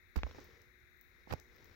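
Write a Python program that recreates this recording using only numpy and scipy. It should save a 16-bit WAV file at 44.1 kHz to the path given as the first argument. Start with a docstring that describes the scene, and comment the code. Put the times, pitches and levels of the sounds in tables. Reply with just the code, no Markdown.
"""A ceiling fan turns slowly in a garage: its motor hums faintly over a soft hiss of air.
The hand that holds the microphone shifts its grip twice. Fingers knock and scrape on the case,
which rings and thumps, then skin slides over it. The case also gives a few tiny, high ticks.
The garage adds a weak echo to the knocks and thumps."""
import sys
import numpy as np
from scipy import signal
from scipy.fft import rfft, irfft
from scipy.io import wavfile

SR = 44100
rng = np.random.default_rng(int(sys.argv[2]) if len(sys.argv) > 2 else 0)


def wav_out(sig):
    """Save sig, one row per channel (or a flat mono array), as 16-bit PCM at SR to the path in sys.argv[1]."""
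    wavfile.write(sys.argv[1], SR, np.round(np.clip(np.atleast_2d(sig).T, -1, 1) * 32767).astype(np.int16))


N = 77175
TIME = np.arange(N) / SR

# The motor's tones, multiples of the mains frequency: pitch_hz, level_db
HUM_TONES = [(120, -88.5), (240, -82.5), (360, -75.5), (480, -87)]
# How the hum grows louder and softer: time_s, change_db
HUM_WAVER = [(0, -5), (.55, 2), (.9, -1), (1.15, -6.5), (1.47, 5), (1.75, -5.5)]
# The air's hiss, from bass to treble: frequency_hz, relative_db
AIR_SPECTRUM = [(25, -16), (55, 6), (90, -0.5), (170, -16), (280, -17.5), (390, -15.5), (560, -23.5),
                (850, -24.5), (1100, -21.5), (1500, -10), (2100, -4.5), (2500, -14), (3050, -36.5),
                (3750, -14.5), (4600, -31.5), (6500, -30), (8200, -43.5), (11000, -33), (15500, -27.5)]
# Which side the hiss leans to (pan is left minus right): frequency_hz, pan_db
AIR_PAN = [(60, -3.5), (200, -2), (750, -4), (1350, 22), (2400, 12.5), (4400, 13), (8000, 1), (15000, 3)]
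# How alike the hiss is on both sides (1 is the same, 0 unrelated): frequency_hz, likeness
AIR_STEREO_LIKENESS = [(60, 0.23), (290, 0.84), (640, 0.19), (1410, -0.2), (3100, 0.12), (8000, -0.093)]
# Fingers knock on the case: start_s, level_db, dull_above_hz, pan_db, rattle_share, rattle_fade_s
FINGER_KNOCKS = [(0.159, -36.5, 1560, -8.5, 0.16, 0.0034), (.1617, -40, 2440, -3.5, 0.13, 0.00089),
                 (0.1653, -39.5, 715, -39, 0.068, 0.0024), (0.188, -37.5, 1960, -3.5, 0.24, 0.0026),
                 (0.2335, -21.5, 2800, 2, .04, 0.0012), (0.266, -39.5, 930, -7, 0.17, 0.0037),
                 (0.3116, -38.5, 3470, 1, 0.087, 0.0023), (0.3474, -50.5, 1270, 1.5, 0.41, 0.0029),
                 (.382, -53.5, 1080, -8.5, 0.4, .008), (1.273, -52.5, 930, -12.5, 0.26, 0.0057),
                 (1.31, -37, 1830, 5.5, 0.12, 0.0015), (1.3114, -36, 2860, -3, 0.27, .002),
                 (1.3247, -32, 1070, -18, 0.098, 0.0025), (1.3281, -32.5, 2540, -13, 0.099, 0.0056),
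                 (1.3366, -24.5, 1340, -6, 0.12, 0.0014)]
# The tones of the knocked case: pitch_hz, relative_db, ring_s
CASE_TONES = [(230, -25.5, 0.041), (315, -25.5, 0.019), (574, -18, 0.0083), (877, -24.5, 0.017),
              (1190, -19, 0.0085), (1570, -20, 0.004), (2570, -16.5, 0.0054)]
# Fingers scrape the case: middle_s, width_s, level_db, pan_db, dull_above_hz
FINGER_SCRAPES = [(.162, 0.0013, -37.5, -9, 14100), (0.1666, 0.00064, -40, -34, 15600),
                  (0.177, 0.0044, -47.5, -1.5, 14300), (1.311, 0.0061, -46.5, -2, 5600),
                  (1.315, 0.015, -53.5, -17, 15800), (1.327, 0.0023, -40, -7, 15500),
                  (1.337, 0.0013, -40, -29, 14400), (1.738, 0.016, -66, 5, 7100)]
# The scraping, from bass to treble: frequency_hz, relative_db
SCRAPE_SPECTRUM = [(100, 9.5), (900, 4), (2200, -0.5), (3200, -10), (4800, -5.5), (7500, -15.5),
                   (9500, -27), (12000, -15.5), (15500, -11)]
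# The jolted case thumps: start_s, level_db, pitch_hz, rise_s, pan_db
CASE_THUMPS = [(0.1663, -24, 63.2, .008, -10), (0.167, -32.5, 165, 0.0029, -15),
               (0.196, -43, 53.3, 0.018, 20), (0.2375, -31.5, 59.3, 0.0093, -16),
               (0.283, -49, 76.3, 0.012, -11), (.380, -46, 285.4, 0.0051, -20),
               (1.314, -35, 99.4, 0.0089, -24), (1.3377, -31, 91, 0.0036, -52)]
# Skin slides over the case: middle_s, width_s, level_db, pan_db
SKIN_SLIDES = [(0.189, 0.017, -57.5, -7), (0.299, 0.075, -58.5, 3.5), (0.402, 0.054, -58, 3),
               (0.509, 0.12, -64.5, 2.5), (1.2, 0.09, -72.5, 3), (1.307, 0.026, -63, -14),
               (1.368, 0.031, -60, 8.5), (1.64, .12, -63.5, 5.5)]
# The sliding, from bass to treble: frequency_hz, relative_db
SLIDE_SPECTRUM = [(40, 4), (80, 11.5), (160, -3), (300, -2), (450, 3.5), (680, -12.5), (1050, -9.5),
                  (1500, -8), (2200, -10), (3100, -18), (3900, -11.5), (4500, -17), (5500, -13.5),
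                  (7000, -23.5), (8800, -45), (15500, -26)]
# The case ticks: start_s, high_tone_db, low_tone_db
CASE_TICKS = [(.403, -47, -49.5), (.444, -39, -59), (.618, -48, -53.5), (0.803, -66, -63), (.973, -48, -72),
              (1.0122, -35.5, -57.5), (1.3995, -40.5, -44.5), (1.5625, -44, -63), (1.6445, -39.5, -52)]

AIR_DB, HUM_PAN_DB = -64.5, -4
CASE_RING_DB, KNOCK_LOW_HZ, KNOCK_TOP_HZ = -15, 104, 6340
FAR_SIDE_LAG_S_PER_DB, THUMP_LAG_S = .00006, .0044
GARAGE_DB, GARAGE_RING_S = -26, .35
SLIPS_PER_S, SLIP_SPREAD_DB = 5000, 4
SLIDE_LIKENESS, SLIDE_ROUGH_DB = .54, 2
TICK_PAN_DB, TICK_TAIL_DB, TICK_TAIL_S = 33, -34.5, .047
CUTOFF_HZ = 16000


def from_db(db):
    """Turn decibels into a number to multiply a sound by."""
    return 10 ** (np.asarray(db) / 20)


def unit_level(x):
    """Scale a sound to an average power of 1."""
    return x / np.sqrt(np.mean(x ** 2) + 1e-20)


def pan(db):
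    """Share a sound's power between the sides; positive leans left."""
    gains = from_db(np.array([[.5], [-.5]]) * db)
    return gains / np.sqrt(np.mean(gains ** 2, axis=0))


def per_frequency(points):
    """Fill in a table's value at every frequency of the sound."""
    hz, value = np.transpose(points)
    all_hz = np.arange(N // 2 + 1) * SR / N
    return np.interp(np.log(all_hz + 1), np.log(hz), value)


def keep_band(x, hz, kind, order=2):
    """Keep the "low" or "high" side of hz; a higher order cuts more steeply."""
    sections = signal.butter(order, hz, kind, fs=SR, output="sos")
    return signal.sosfilt(sections, x + 1e-18)


def colour(x, spectrum):
    """Shape a sound's bass and treble, then scale it to a power of 1."""
    shaped = irfft(rfft(x) * from_db(per_frequency(spectrum)), N)
    return unit_level(keep_band(shaped, 15, "high"))


def drift(rate_hz):
    """A random wobble, about 1 in size."""
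    fast = keep_band(rng.standard_normal(2 * N), 10 * rate_hz, "low")[N:]
    return unit_level(fast)[np.arange(N) // 10]  # slowed ten times


def stereo_noise(likeness):
    """Even hiss, partly shared by left and right."""
    shared, opposite = rfft(rng.standard_normal((2, N)))
    return irfft(np.sqrt(1 + likeness) * shared + np.sqrt(1 - likeness) * opposite * [[1], [-1]], N)


def decay(start_s, fade_s):
    """A sudden start and a smooth fade."""
    return (TIME >= start_s) * np.exp(-np.abs(TIME - start_s) / fade_s)


def ring(x, hz, ring_s):
    """Each click in x starts a tone that fades by 60 dB in ring_s."""
    shrink = from_db(-60 / (ring_s * SR))
    angle = 2 * np.pi * hz / SR
    return signal.lfilter([0, np.sin(angle)], [1, -2 * shrink * np.cos(angle), shrink ** 2], x + 1e-18)


def stroke(middle_s, width_s, db, pan_db):
    """The left and right strength of one rub, which swells and fades."""
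    return from_db(db) * pan(pan_db) * np.exp(-.5 * ((TIME - middle_s) / width_s) ** 2)


def fan():
    """Mains power makes the motor hum; the hum wavers over a steady hiss of air."""
    hum = sum(from_db(db) * np.sin(2 * np.pi * (hz * TIME + rng.random())) for hz, db in HUM_TONES)
    waver = from_db(np.interp(TIME, *np.transpose(HUM_WAVER)))
    hiss = stereo_noise(per_frequency(AIR_STEREO_LIKENESS))
    air = irfft(rfft(hiss) * pan(per_frequency(AIR_PAN)), N)
    return hum * waver * pan(HUM_PAN_DB) + from_db(AIR_DB) * colour(air, AIR_SPECTRUM)


def knocks():
    """Each knock is a click and a brief rattle, dulled by the soft finger; it makes the case ring."""
    hits = np.zeros((2, N))
    for start_s, db, dull_hz, pan_db, rattle_share, fade_s in FINGER_KNOCKS:
        click = np.zeros((2, N))
        # The quieter side hears the click a little later.
        arrivals_s = start_s + FAR_SIDE_LAG_S_PER_DB * np.maximum([-pan_db, pan_db], 0)
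        click[[0, 1], (arrivals_s * SR).astype(int)] = 1
        rattle = rattle_share * rng.standard_normal((2, N)) * decay(start_s, fade_s)
        dulled = keep_band(click + rattle, dull_hz, "low", order=3)
        click_peak = keep_band(click, dull_hz, "low", order=3).max()
        hits += from_db(db) * pan(pan_db) * dulled / click_peak
    ringing = sum(from_db(db) * ring(hits, hz, ring_s) for hz, db, ring_s in CASE_TONES)
    body = keep_band(hits + from_db(CASE_RING_DB) * ringing, KNOCK_TOP_HZ, "low", order=4)
    return keep_band(body, KNOCK_LOW_HZ, "high", order=1)


def garage_echo(x):
    """The room answers a sound with a weak, dull echo."""
    tail = keep_band(rng.standard_normal((2, N)), 7100, "low") * from_db(-60 * TIME / GARAGE_RING_S)
    tail /= np.sqrt(np.sum(tail ** 2) / 2)
    return from_db(GARAGE_DB) * signal.fftconvolve(x, tail, axes=1)[:, :N]


def scrapes():
    """Each short, gritty scrape of a finger is a quick run of tiny slips."""
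    slips = (rng.random((2, N)) < SLIPS_PER_S / SR) * rng.choice([-1, 1], (2, N))
    strengths = from_db(SLIP_SPREAD_DB * rng.standard_normal((2, N)))
    grit = colour(slips * strengths, SCRAPE_SPECTRUM)
    return sum(keep_band(grit * stroke(middle_s, width_s, db, pan_db), dull_hz, "low", order=3)
               for middle_s, width_s, db, pan_db, dull_hz in FINGER_SCRAPES)


def thumps():
    """A jolt to the case makes a low tone that swells and dies fast, a little later on the left."""
    out = np.zeros((2, N))
    for start_s, db, hz, rise_s, pan_db in CASE_THUMPS:
        age_s = np.maximum(TIME - start_s - np.array([[THUMP_LAG_S], [0]]), 0)
        swell = age_s / rise_s * np.exp(1 - age_s / rise_s)
        out += from_db(db) * pan(pan_db) * swell * np.sin(2 * np.pi * hz * age_s)
    return out


def slides():
    """Skin sliding over the case makes a soft, uneven rush."""
    rush = colour(stereo_noise(SLIDE_LIKENESS), SLIDE_SPECTRUM)
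    roughness = from_db(SLIDE_ROUGH_DB * drift(rate_hz=67))
    strength = np.sqrt(sum(stroke(*slide) ** 2 for slide in SKIN_SLIDES))
    return rush * roughness * strength


def ticks():
    """Tiny snaps on the left of the case set two high tones ringing and leave a faint tail."""
    high, low = np.zeros((2, 2, N))
    for start_s, high_db, low_db in CASE_TICKS:
        snap = from_db(TICK_TAIL_DB) * rng.standard_normal((2, N)) * decay(start_s, TICK_TAIL_S)
        snap[:, int(start_s * SR)] = 1  # the click that leads the tail
        high += from_db(high_db) * snap
        low += from_db(low_db) * snap
    high = keep_band(ring(high, hz=15400, ring_s=.0014), 14400, "high")
    low = keep_band(ring(low, hz=5940, ring_s=.0027), 3700, "high")
    return pan(TICK_PAN_DB) * (high + low)


def scene():
    """The fan, and the hand on the case close by."""
    bumps = knocks() + thumps()
    return fan() + bumps + garage_echo(bumps) + scrapes() + slides() + ticks()


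def record(dry):
    """Cut away the very highest treble."""
    return signal.sosfilt(signal.ellip(10, .2, 70, CUTOFF_HZ, fs=SR, output="sos"), dry)


dry = scene()
out = record(dry)
wav_out(out)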